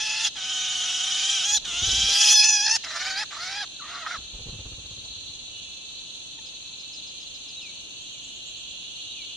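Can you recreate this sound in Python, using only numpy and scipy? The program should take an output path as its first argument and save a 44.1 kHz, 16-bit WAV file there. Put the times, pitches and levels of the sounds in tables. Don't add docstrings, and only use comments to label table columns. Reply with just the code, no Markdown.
import sys
import numpy as np
from scipy import signal
from scipy.fft import rfft, irfft, next_fast_len
from scipy.io import wavfile
from scipy.ndimage import uniform_filter1d, map_coordinates

SR = 44100
rng = np.random.default_rng(int(sys.argv[2]) if len(sys.argv) > 2 else 0)


def store_wav(level_fs):
    pcm = np.round(np.clip(np.atleast_2d(level_fs), -1, 1) * 32767)
    wavfile.write(sys.argv[1], SR, pcm.T.astype(np.int16))


N = 412776

# frequency in Hz, relative density in dB per Hz.
BUZZ_SPECTRUM = [(1290, -49), (2200, -52), (2380, -41), (2500, 23), (2550, -58), (2720, 10.5), (3070, 18),
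                 (3300, 20.5), (4290, -23), (7260, -120)]
# time in seconds, level in dB.
BUZZ_SWELL = [(4.25, -66), (5.32, -90), (5.56, -52.5), (5.96, -72), (6.36, -66), (7.12, -62), (8.75, -52.5),
              (9.13, -53), (9.36, -51.5)]
# frequency in Hz, relative density in dB per Hz.
DRONE_SPECTRUM = [(1940, -52), (3300, -0.5), (4010, 6.5), (4370, 4), (4760, -17), (5000, -57), (6500, -48),
                  (11000, -120)]
# frequency in Hz, relative density in dB per Hz.
SIZZLE_SPECTRUM = [(2820, -43), (4800, -54), (4950, -0.5), (5490, -0.5), (6480, 12.5), (7350, -0.5),
                   (8630, -5.5), (10300, -13), (10800, -20.5), (11600, -20), (12200, -27), (12600, -52),
                   (14000, -63)]
# mean frequency in Hz, relative steady level in dB,
# level in dB relative to the buzz of the part that swells with it.
WHINE_TONES = [(2395, -66, -31), (2550, -80, -21.5), (2640, -57, -20), (2750, -67, -2.5),
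               (2837, -57.5, -13), (2910, -76, 2.5), (2995, -59, -18), (3130, -77, -7), (3166, -55, 1),
               (3436, -54, 1), (3747, -59, -5)]
WHINE_DRIFT_DB = 2
# frequency in Hz, relative density in dB per Hz.
AIR_SPECTRUM = [(12, -40), (20, -6), (54, -0.5), (200, -3.5), (244, -6), (280, -1.5), (409, -8.5),
                (551, -7.5), (1370, -16.5), (2000, -19), (2300, -15.5), (2990, -10), (5060, -120)]
AIR_DB = -57
# frequency in Hz, correlation from -1 to 1.
EAR_LIKENESS = [(60, 0.049), (130, 0.12), (290, 0.29), (630, 0.24), (1380, 0.15), (3010, 0.22),
                (6600, -0.29), (14400, 0.98)]

# time in seconds, pitch in Hz before the bends at the ends,
# roughness (limited to 0-1), effort in dB, closing of the bill from 0 to 1,
# main throat resonance in Hz, upper throat resonance in Hz.
BEG_CALLS = [
    [(-.1, 855, 0.73, 3, 0.23, 3140, 5360), (.18, 866, 0.75, 1.5, 0.17, 2980, 5400),
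     (.262, 876, 1, 6, 0.2, 3220, 5370), (.296, 845, 1.23, 1, 0.2, 3450, 5600)],
    [(.35, 720, 0.85, -7.5, 0.23, 3300, 5500), (.46, 762, 0.73, -2.5, 0, 3020, 5900),
     (.55, 751.6, 0.77, -0.5, 0.03, 3180, 6100), (1.1, 747, .87, 1.5, 0.07, 3180, 5880),
     (1.34, 797, 0.84, 4, 0.02, 3230, 5850), (1.43, 739, 0.82, 1.5, .02, 3050, 6060),
     (1.468, 825, 0.62, 6, 0.28, 3274, 6350), (1.49, 814, 0.64, 4.5, 0.13, 3300, 6360),
     (1.545, 852, 0.47, 8, 0.29, 3350, 6460), (1.568, 863, 0.35, 9, 0.07, 3700, 6100),
     (1.59, 793, 1, 1, 0, 3900, 5800)],
    [(1.641, 690, 0.9, -6.5, 0.02, 3350, 6100), (1.74, 682, 0.69, -1.5, 0, 2860, 6160),
     (1.87, 770.4, 0.83, 4.5, 0.07, 3470, 5800), (2.06, 781, 0.76, 5.5, 0.02, 3220, 5340),
     (2.14, 811, 0.82, 9, 0.18, 3250, 5500), (2.163, 814, 0.94, 9, .3, 3267, 5600),
     (2.185, 828, 0.74, 11, 0.21, 3000, 5430), (2.33, 839, 0.73, 13, .27, 3010, 5940),
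     (2.342, 868, 0.37, 11.5, 0.11, 3100, 5600), (2.36, 858, 0.3, 12.5, 0.28, 3195, 5200),
     (2.4, 850, 0.03, 12.5, 0.2, 2975, 5280), (2.424, 843, 0.18, 14, 0.2, 2760, 5100),
     (2.432, 843, 0.65, 9.5, .21, 2600, 5800), (2.455, 871, 0.48, 11.5, 0.34, 2750, 6000),
     (2.52, 848, 0.2, 9.5, 0.32, 2900, 5900), (2.615, 821, 0.28, 6.5, 0.35, 2860, 5750),
     (2.655, 855, 0.25, 6.5, 0.35, 3016, 6000), (2.672, 876, 0.04, 11.5, 1, 2800, 5300),
     (2.692, 860, 0.54, 7, 0.48, 2700, 5600), (2.725, 900, 0.34, 10.5, .55, 2680, 6000),
     (2.757, 939, 0.56, 11.5, 0.73, 2674, 6150), (2.778, 843, 1.1, 7, 1, 2820, 5600)],
    [(2.834, 722, 1.08, 1.5, 0.67, 2810, 5190), (2.88, 631, 0.91, -7.5, 0.49, 4070, 4900),
     (2.975, 676, 0.9, -1, 0.6, 4600, 4790), (2.995, 713, 0.89, -1, 0.6, 4260, 4950),
     (3.1, 767, 0.81, 2, 0.73, 4230, 4700), (3.15, 757, 0.55, -1.5, 0.68, 4300, 4400),
     (3.19, 830, 0.72, 4, 0.7, 3800, 5000), (3.222, 890, 0.68, 5, 0.94, 3100, 4600),
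     (3.25, 739, 1, -5, 0.55, 3100, 4500)],
    [(3.303, 652, 1.17, -9.5, 0.44, 3700, 5000), (3.36, 622.6, 1, -10.5, 0.43, 3950, 4960),
     (3.42, 710, 0.81, -2.5, 0.45, 4250, 4900), (3.52, 784, 0.7, -2, 0.59, 4130, 4860),
     (3.575, 820, 0.6, -1.5, 0.58, 3900, 4600), (3.622, 830, 0.4, 2, 0.58, 3400, 4140),
     (3.658, 620, 0.94, -11, 0.4, 3330, 4280)],
    [(3.81, 597, 0.83, -48, 0.3, 3600, 5200), (3.86, 588.5, 0.9, -21, 0.3, 3700, 5200),
     (3.89, 673, 0.92, -12, 0.42, 3500, 5000), (3.94, 702, 0.77, -10, 0.54, 3730, 4900),
     (4.005, 705, 0.71, -12, 0.47, 3750, 4800), (4.038, 641, 0.52, -12.5, 0.7, 3650, 4600),
     (4.053, 618, 1.06, -11, 0.5, 3540, 4800), (4.062, 634, .95, -9, 1, 3500, 4800),
     (4.076, 635, 0.97, -9, 0.7, 3550, 4900), (4.086, 704, .92, -5.5, .56, 3700, 5200),
     (4.132, 725.6, 0.85, -6, .66, 3650, 5100), (4.152, 660, 0.8, -7, 0.6, 3750, 4600),
     (4.182, 560, .75, -13, 0.6, 3700, 4500)],
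]
ATTACK_S, RELEASE_S = 0.01, 0.014
ONSET_LEAP, SETTLE_S = 0.36, 0.016
END_DROP, DROP_S = 0.38, 0.009
QUIVER_HZ, QUIVER_SHARE, QUIVER_DB = 66, 0.05, 3
BREAK_DB, BREAK_RATE = 3, 65
PARTIAL_DRIFT_DB, PARTIAL_DRIFT_RATE = 1.8, 14
WAVER_DB, WAVER_RATE = 1, 34
CREAK_DB, CREAK_RATE = -2.5, 58
GRAIN_DB, OPEN_GRAIN = 3.8, 0.25
# frequency in Hz, relative density in dB per Hz.
BREATH_SPECTRUM = [(600, -11.5), (1800, 4.5), (3000, -1), (12000, 1)]
# frequency in Hz, relative response in dB.
BILL_RADIATION = [(400, -17), (650, -6.5), (900, 13.5), (2000, 6), (3000, 13), (4500, 9.5), (6000, 13.5),
                  (6900, 16), (7750, 14.5), (8050, 7), (9700, 23), (11000, 11.5), (13000, 10), (15000, 1)]
# centre in Hz, nominal width in Hz, level in dB, dB per dB of effort, dB added as the bill closes,
# dB added from clean to rough, power of the pitch it follows, power of the main resonance it follows,
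# power of the upper resonance it follows, octaves it moves as the bill closes.
THROAT_RESONANCES = [ (722, 183, -47.5, 0.54, 9, -6.5, 0.02, 0.0095, 0.13, -0.04),
                     (1590, 880, -43, 0.27, 14, -2, 0.77, 0.28, 0.19, 0.26),
                     (3270, 810, -31, 0.98, -19, 3, -0.12, 1, 0.12, 0.013),
                     (5806, 1760, -30.5, 1.28, -4, -3, -0.17, 0, 0.83, -0.14),
                     (10100, 2900, -54, 1.46, -5.5, -6.5, -0.47, 0.43, 0, -0.061),
                     (12100, 2230, -82, 3.16, -2, 6, -0.28, 0.91, 0.33, 0.025), ]
USUAL_HZ, USUAL_THROAT_HZ, USUAL_UPPER_HZ = 750, 3200, 5910
CLEAN_WIDTH, ROUGH_WIDTH = 0.48, 0.53
# start in seconds,
# length in seconds, first pitch in Hz, last pitch in Hz, level in dB, pitch scatter as a share.
SQUEAKS = [ (1.566, 0.019, 4290, 3700, -30, 0.016), (2.985, 0.042, 4950, 6700, -41, 0.047),
           (3.074, 0.049, 4990, 6740, -44, .06), (3.132, 0.04, 4730, 4170, -40, 0.014),
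           (3.158, .035, 4400, 5000, -35, 0.048), (3.794, 0.018, 1490, 1250, -45.5, 0.027),
           (3.808, .058, 1204, 1140, -45, 0.054), (3.92, 0.081, 1095, 1173, -45.5, 0.056),
           (3.992, 0.013, 1440, 1380, -45, .02), (4.043, 0.013, 960, 1070, -45, .02),
           (4.079, 0.026, 1290, 1470, -42, .025), (4.107, 0.018, 1350, 1500, -35.5, .025),
           (4.136, 0.025, 1503, 1190, -36, .025), ]
# time from its start in seconds, pitch in Hz, relative level in dB.
PEEP_SHAPE = [(0, 960, -17), (.006, 950, 4), (.014, 870, 1), (.024, 820, -20)]
# start in seconds, level in dB.
PEEP_TIMES = [(6.382, -58)]
OVERTONE_DB = -3
# frequency in Hz, relative response in dB.
BARK_REFLECTION = [(1500, -47), (4000, -36), (5500, -4.5), (7500, 7), (12000, 1)]
TRUNK_HZ, TRUNK_SHARE = 851, 0.22
# frequency in Hz, left minus right in dB.
VOICE_LEAN = [(1200, -3), (2900, 0), (5500, -1), (10000, -1)]
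# frequency in Hz, time to fall by 60 dB in seconds.
WOOD_DECAY = [(200, 0.058), (3000, 0.84), (10000, 0.56)]

# first beat in seconds, end in seconds, seconds between beats,
# time of nearest approach in seconds, seconds to pass the microphone, level when nearest in dB,
# relative feather swish in dB, nominal thud pitch in Hz.
FLIGHTS = [(1.517, 1.8, .0515, 2.02, 0.059, -26, -5.5, 121),
           (1.823, 2.06, 0.053, 1.91, 0.15, -27, -18, 140),
           (4.591, 5.7, .0639, 4.61, 0.15, -32.5, -15, 174)]
# time in seconds, stroke level in dB,
# relative feather swish in dB, nominal thud pitch in Hz.
WING_STROKES = [(2.084, -41, -2, 126), (2.105, -42, 3, 125), (4.182, -39, -9, 110), (4.23, -47, -16, 109.3),
                (4.34, -32, -17, 94), (4.39, -35, -15, 189), (4.412, -36, -21, 98), (4.464, -32, -17, 171),
                (4.484, -32, -15, 124), (4.531, -30, -18, 190)]
# frequency in Hz, relative density in dB per Hz.
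PUFF_SPECTRUM = [(12, -29), (20, 0), (38, 0), (92, -12), (173, -8), (208, -11.5), (285, -15.5),
                 (400, -18.5), (520, -16), (880, -62)]
# frequency in Hz, relative density in dB per Hz.
SWISH_SPECTRUM = [(150, -8), (300, -0.5), (600, -3.5), (1200, -7), (3500, -27), (6000, -120)]
FADE_DB = 20.5
UPSTROKE_S, UPSTROKE_DB = 0.0194, -6.5
# time in seconds, level at the onset in dB, pitch in Hz.
FOOT_TAPS = [(2.087, -39, 529), (5.055, -53, 540)]

# time from its start in seconds, pitch in Hz, relative level in dB.
SEEP_SHAPE = [(0, 7030, -11), (.012, 6880, -1.5), (.03, 7450, -10.5), (.05, 7400, -15)]
# first note in seconds, end in seconds, seconds between notes, mean level in dB.
SEEP_RUNS = [(2.88, 3.63, 0.11, -47.5), (8.01, 8.74, .112, -45)]
# time from its start in seconds, pitch in Hz, relative level in dB.
CHIP_SHAPE = [(0, 5220, -21), (.01, 5090, 5), (.024, 5030, -1), (.04, 4800, 0)]
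# first note in seconds, end in seconds, seconds between notes, mean level in dB.
CHIP_RUNS = [(6.452, 6.52, .137, -50), (6.79, 7.68, .137, -54)]
# time from its start in seconds, pitch in Hz, relative level in dB.
SLUR_SHAPE = [(0, 3650, -20), (.012, 3800, 0), (.035, 3880, 0), (.05, 3700, 0), (.062, 3050, -6),
              (.085, 2600, -4), (.115, 2380, -7), (.145, 2260, -12), (.17, 2230, -35)]
# start in seconds, level in dB.
SLUR_TIMES = [(7.551, -40.5), (8.042, -53), (9.087, -42)]

TOP_HZ = 14900


def amp(db):
    return 10 ** (np.asarray(db) / 20)


def unit(x):
    return x / np.sqrt(np.mean(x ** 2) + 1e-20)


def along(points, hz):
    f, v = np.transpose(points)
    return np.interp(np.log(hz + 1), np.log(f + 1), v)


def curves(rows, t):
    s, *cols = np.transpose(rows)
    return [np.interp(t, s, c) for c in cols]


def wobble(rate, size=N, count=8):
    knots = rng.standard_normal(int(size * rate / SR) + 4)
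    steps = np.arange((len(knots) - 1) * count) / count
    return np.interp(np.arange(size) * rate / SR, steps, map_coordinates(knots, [steps]))


def filtered(x, response):
    n = x.shape[-1]
    m = next_fast_len(n + 8192)
    return irfft(rfft(x, m) * response(np.fft.rfftfreq(m, 1 / SR)), m)[..., :n]


def coloured(spectrum, size):
    return unit(filtered(rng.standard_normal(size), lambda hz: amp(along(spectrum, hz))))


def spread(spectrum):
    def side_to_mid(hz):
        alike = np.clip(along(EAR_LIKENESS, hz), -.6, .99)
        return np.sqrt((1 - alike) / (1 + alike))

    mid = coloured(spectrum, N)
    side = filtered(coloured(spectrum, N), side_to_mid)
    return np.array([mid + side, mid - side])


def add(track, s, x):
    first = round(s * SR)
    x = x[max(-first, 0):]
    part = track[max(first, 0):][:len(x)]
    part += x[:len(part)]


def panned(x, left_db):
    return x * amp([[left_db / 2], [-left_db / 2]])


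def triller(rate, from_hz, to_hz, db):
    cycle = (rng.random() + np.cumsum(rate * (1 + 0.058 * wobble(8))) / SR) % 1
    stroke = np.minimum(cycle / .42, 1)
    hz = from_hz + (to_hz - from_hz) * stroke + 60 * wobble(500) + 70 * wobble(15)
    note = np.sin(np.pi * stroke) ** 2 * np.sin(2 * np.pi * np.cumsum(hz) / SR)
    return amp(db + 2.9 * wobble(22)) * unit(note)


def whine_at_ear(buzz_db, whine_db, width_hz):
    out = np.zeros(N)
    for hz, db, share_db in WHINE_TONES:
        moving_hz = hz + width_hz * (wobble(60) + .7 * wobble(3))
        tone = np.sqrt(2) * np.sin(2 * np.pi * np.cumsum(moving_hz) / SR)
        level = np.hypot(amp(db), amp(buzz_db + share_db))
        out += level * amp(whine_db + WHINE_DRIFT_DB * wobble(2.63)) * tone
    return out


def insects(drone_db, sizzle_db, whine_db, whine_width_hz):
    buzz_db, = curves(BUZZ_SWELL, np.arange(N) / SR)
    buzz = amp(buzz_db + 2.1 * wobble(30)) * spread(BUZZ_SPECTRUM)
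    drone = amp(drone_db + 0.91 * wobble(2.695) + 1.9 * wobble(130)) * spread(DRONE_SPECTRUM)
    sizzle = amp(sizzle_db + 0.79 * wobble(60)) * spread(SIZZLE_SPECTRUM)
    whine = np.array([whine_at_ear(buzz_db, whine_db, whine_width_hz) for ear in range(2)])
    left = triller(rate=17.0, from_hz=4550, to_hz=3496, db=-60)
    right = triller(rate=14.0, from_hz=4500, to_hz=3510, db=-57.5)
    ahead = triller(rate=40, from_hz=3700, to_hz=3720, db=-64)
    chorus = panned(buzz + whine, -1.3) + panned(drone + sizzle, -1.16)
    return chorus + panned(left, 17) + panned(right, -1.6) + ahead


def hush():
    return amp(AIR_DB) * spread(AIR_SPECTRUM)


def gesture(rows, t):
    pitch, rasp, effort_db, closing, throat_hz, upper_hz = curves(rows, t)
    since = np.maximum(t - rows[0][0], 0)
    left = np.maximum(rows[-1][0] - t, 0)
    bend = (1 + ONSET_LEAP * np.exp(-since / SETTLE_S)) * (1 - END_DROP * np.exp(-left / DROP_S))
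    return pitch * bend, np.clip(rasp, 0, 1), effort_db, np.clip(closing, 0, 1), throat_hz, upper_hz


def quiver(closing):
    n = len(closing)
    shake = np.sin(2 * np.pi * np.cumsum(QUIVER_HZ * (1 + .25 * wobble(45, n))) / SR)
    return closing * shake * (1 + .7 * np.tanh(wobble(22, n)))


def harmonics(hz, pitch, count=16):
    n = len(pitch)
    turns = np.cumsum(hz) / SR
    total = np.zeros(n)
    for k in range(1, count):
        reach = np.clip((7700 - k * pitch) / 600, .3, 1)
        break_db = BREAK_DB * min(k / 6, 1) * wobble(BREAK_RATE, n)
        drift_db = PARTIAL_DRIFT_DB * wobble(PARTIAL_DRIFT_RATE, n)
        partial = np.cos(2 * np.pi * (k * turns + rng.random()))
        total += reach * amp(break_db + drift_db) * partial
    return unit(total)


def syrinx(pitch, rasp, closing, jitter, flutter, flutter_hz, quaver, shimmer, doubling,
           second_hz, second_follows, second_share, hiss, croak):
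    n = len(pitch)
    beat = np.sin(2 * np.pi * np.cumsum(flutter_hz * (1 + 0.149 * wobble(40.1, n))) / SR)
    unsteady = .004 * wobble(60, n) + quaver * wobble(240, n)
    rough_pitch = rasp * (jitter * rasp * wobble(450, n) + flutter * beat)
    main = harmonics(pitch * (1 + rough_pitch + unsteady), pitch)
    half_phase = np.pi * np.cumsum(pitch * (1 + 0.017 * wobble(28.5, n))) / SR
    alternate = 1 + doubling * rasp ** 2 * np.cos(half_phase)
    second_pitch = second_hz * (pitch / USUAL_HZ) ** second_follows
    second = harmonics(second_pitch * (1 + .03 * wobble(7, n) + 0.0257 * wobble(500, n)), pitch)
    voice = main * alternate * amp(shimmer * rasp * beat) + second_share * rasp ** 2 * second
    low_noise = coloured([(500, 4), (1000, -9.5), (2500, -6), (6000, -20)], n)
    air = hiss * coloured(BREATH_SPECTRUM, n) + croak * closing * rasp * low_noise
    rattle = amp(2 * np.minimum(rasp, 1) ** 4 * np.tanh(wobble(100, n)))
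    return rattle * (voice + rasp ** 2 * air)


def throat(source, rows):
    hz, frame, z = signal.stft(source, SR, nperseg=384)
    hz = hz[:, None]
    pitch, rasp, effort_db, closing, throat_hz, upper_hz = gesture(rows, rows[0][0] + frame)
    power_gain = 0
    for (rest_hz, width_hz, db, growth, closed_db, rough_db,
         with_pitch, with_throat, with_upper, octaves) in THROAT_RESONANCES:
        centre = rest_hz * (pitch / USUAL_HZ) ** with_pitch * (throat_hz / USUAL_THROAT_HZ) ** with_throat
        centre = centre * (upper_hz / USUAL_UPPER_HZ) ** with_upper * 2 ** (octaves * closing)
        width = width_hz * (CLEAN_WIDTH + ROUGH_WIDTH * rasp)
        shape = amp(along(BILL_RADIATION, hz)) / (1 + ((hz - centre) / width) ** 2) ** 1.5
        passed = 4 / 3 * uniform_filter1d(np.sum(np.abs(z * shape) ** 2, axis=0), size=13)
        waver = wobble(WAVER_RATE, len(source))
        waver_db = WAVER_DB * np.interp(frame * SR, np.arange(len(source)), waver)
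        level = amp(db + growth * effort_db + closed_db * closing + rough_db * rasp + waver_db * closing)
        power_gain = power_gain + (shape * level) ** 2 / np.abs(passed)
    smooth = uniform_filter1d(rng.standard_normal(z.shape), size=7, axis=0)
    grains = np.tanh(unit(uniform_filter1d(smooth, size=3, axis=1)))
    grain_gain = amp(GRAIN_DB * rasp * np.sqrt(closing + OPEN_GRAIN) * grains)
    return signal.istft(z * np.sqrt(power_gain) * grain_gain, SR, nperseg=384)[1][:len(source)]


def beg(rows):
    start, end = rows[0][0], rows[-1][0]
    t = np.arange(start, end, 1 / SR)
    pitch, rasp, _, closing, _, _ = gesture(rows, t)
    shake = quiver(closing) * (1 - rasp ** 2)
    source = syrinx(pitch * (1 + QUIVER_SHARE * shake), rasp, closing, jitter=0.055, flutter=0.034,
                    flutter_hz=176.2, quaver=0.0049, shimmer=1.7, doubling=0.48, second_hz=640.8,
                    second_follows=0.32, second_share=0.81, hiss=1.0, croak=0.83)
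    source = source + 0.89 * rasp * coloured([(6800, -47), (7800, 8.0), (14000, -4.0)], len(t))
    creak = amp(CREAK_DB * rasp * closing * wobble(CREAK_RATE, len(t)) - QUIVER_DB * shake)
    attack = np.minimum((t - start) / ATTACK_S, 1)
    release = np.minimum((end - t) / RELEASE_S, 1) ** 2
    return throat(source * creak, rows) * attack * release


def squeak(length, from_hz, to_hz, scatter):
    u = np.arange(0, 1, 1 / (length * SR))
    hz = (from_hz + (to_hz - from_hz) * u) * (1 + scatter * wobble(910, len(u)))
    return unit(np.sqrt(np.sin(np.pi * u)) * np.sin(2 * np.pi * np.cumsum(hz) / SR))


def nestling():
    out = np.zeros(N)
    for rows in BEG_CALLS:
        add(out, rows[0][0], beg(rows))
    for s, length, from_hz, to_hz, db, scatter in SQUEAKS:
        add(out, s, amp(db) * squeak(length, from_hz, to_hz, scatter))
    octave = [(s, 2 * hz, db + OVERTONE_DB) for s, hz, db in PEEP_SHAPE]
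    out += notes(PEEP_SHAPE, PEEP_TIMES, waver=.01) + notes(octave, PEEP_TIMES, waver=.01)
    return out * np.minimum(np.arange(N) / SR / .002, 1)


def trunk(x):
    def response(hz):
        echo = TRUNK_SHARE * amp(along(BARK_REFLECTION, hz))
        return 1 + echo * np.exp(-2j * np.pi * hz / TRUNK_HZ)

    return filtered(x, response)


def leaning(x):
    return filtered(x, lambda hz: amp(np.outer([.5, -.5], along(VOICE_LEAN, hz))))


def leaves(x, size=480):
    scatter = coloured([(900, -60), (2800, 2.5), (6000, 8.0), (12000, 3.5)], size) / np.sqrt(size)
    side = signal.fftconvolve(x, scatter)[:N]
    return np.array([side, -side])


def trees(x):
    hz, t, z = signal.stft(rng.standard_normal((2, SR // 2)), SR, nperseg=256)
    decay = amp(-60 * t / along(WOOD_DECAY, hz)[:, None])
    tail = signal.istft(z * decay, SR, nperseg=256)[1]
    return signal.fftconvolve(x[None], tail / np.linalg.norm(tail[0]), axes=1)[:, :N]


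def wing_beats(scatter_db):
    beats = []
    for first, end, period, nearest, passing, db, feather_db, hz in FLIGHTS:
        for s in np.arange(first, end, period):
            distance = np.hypot(1, (s - nearest) / passing)
            level_db = db - FADE_DB * np.log10(distance) + scatter_db * rng.standard_normal()
            beats.append((s, level_db, feather_db, hz))
    return beats


def wings(rise, puff_db, swish_db, push_db, slows_to):
    out, t = np.zeros(N), np.arange(SR // 6) / SR
    swell = t / rise * np.exp(1 - t / rise)
    slowing = slows_to + (1 - slows_to) * np.exp(-t / rise)
    for s, db, feather_db, hz in wing_beats(scatter_db=0.5) + WING_STROKES:
        phase = 2 * np.pi * np.cumsum(hz * slowing) / SR * rng.uniform(0.72, 1.205)
        push = -amp(push_db) * np.sin(phase)
        puff = amp(puff_db) * coloured(PUFF_SPECTRUM, len(t))
        swish = amp(feather_db + swish_db) * coloured(SWISH_SPECTRUM, len(t))
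        add(out, s - .01, amp(db) * swell ** 2 * (push + puff + swish))
        add(out, s - .01 + UPSTROKE_S, amp(db + UPSTROKE_DB) * swell ** 2 * push)
    return out


def feet(t60):
    out, t = np.zeros(N), np.arange(SR // 10) / SR
    for s, db, hz in FOOT_TAPS:
        spectrum = [(hz / 3, -20), (hz, 0), (hz * 2, -10), (hz * 3, -30), (hz * 10, -60)]
        add(out, s, amp(db - 60 * t / t60) * coloured(spectrum, len(t)))
    return out


def repeated(runs, scatter_db=-2.5):
    return [(s, db + scatter_db * rng.standard_normal())
            for first, end, period, db in runs for s in np.arange(first, end, period)]


def notes(shape, times, waver):
    out, t = np.zeros(N), np.arange(0, shape[-1][0], 1 / SR)
    hz, level_db = curves(shape, t)
    for s, db in times:
        phase = 2 * np.pi * np.cumsum(hz * (1 + waver * wobble(600, len(t)))) / SR
        add(out, s, amp(db + level_db) * np.sqrt(2) * np.sin(phase))
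    return out


def far_birds():
    seeps = notes(SEEP_SHAPE, repeated(SEEP_RUNS), waver=0.041)
    chips = notes(CHIP_SHAPE, repeated(CHIP_RUNS), waver=0.035)
    return seeps + chips + notes(SLUR_SHAPE, SLUR_TIMES, waver=.01)


def scene():
    wood = insects(drone_db=-45.5, sizzle_db=-52, whine_db=1.96, whine_width_hz=12.5) + hush()
    chick = trunk(nestling())
    voice = leaning(chick) + amp(-13.0) * leaves(chick) + amp(-22.0) * trees(chick)
    flaps = wings(rise=.017, puff_db=-12, swish_db=-7, push_db=-6, slows_to=.33)
    nest = voice + flaps + feet(t60=0.074)
    far = far_birds()
    return nest + wood + far + amp(-9) * trees(far)


def record(dry):
    rounded = dry / (1 + np.abs(dry / .85) ** 6) ** (1 / 6)
    return filtered(rounded, lambda hz: hz < TOP_HZ)


dry = scene()
out = record(dry)
store_wav(out)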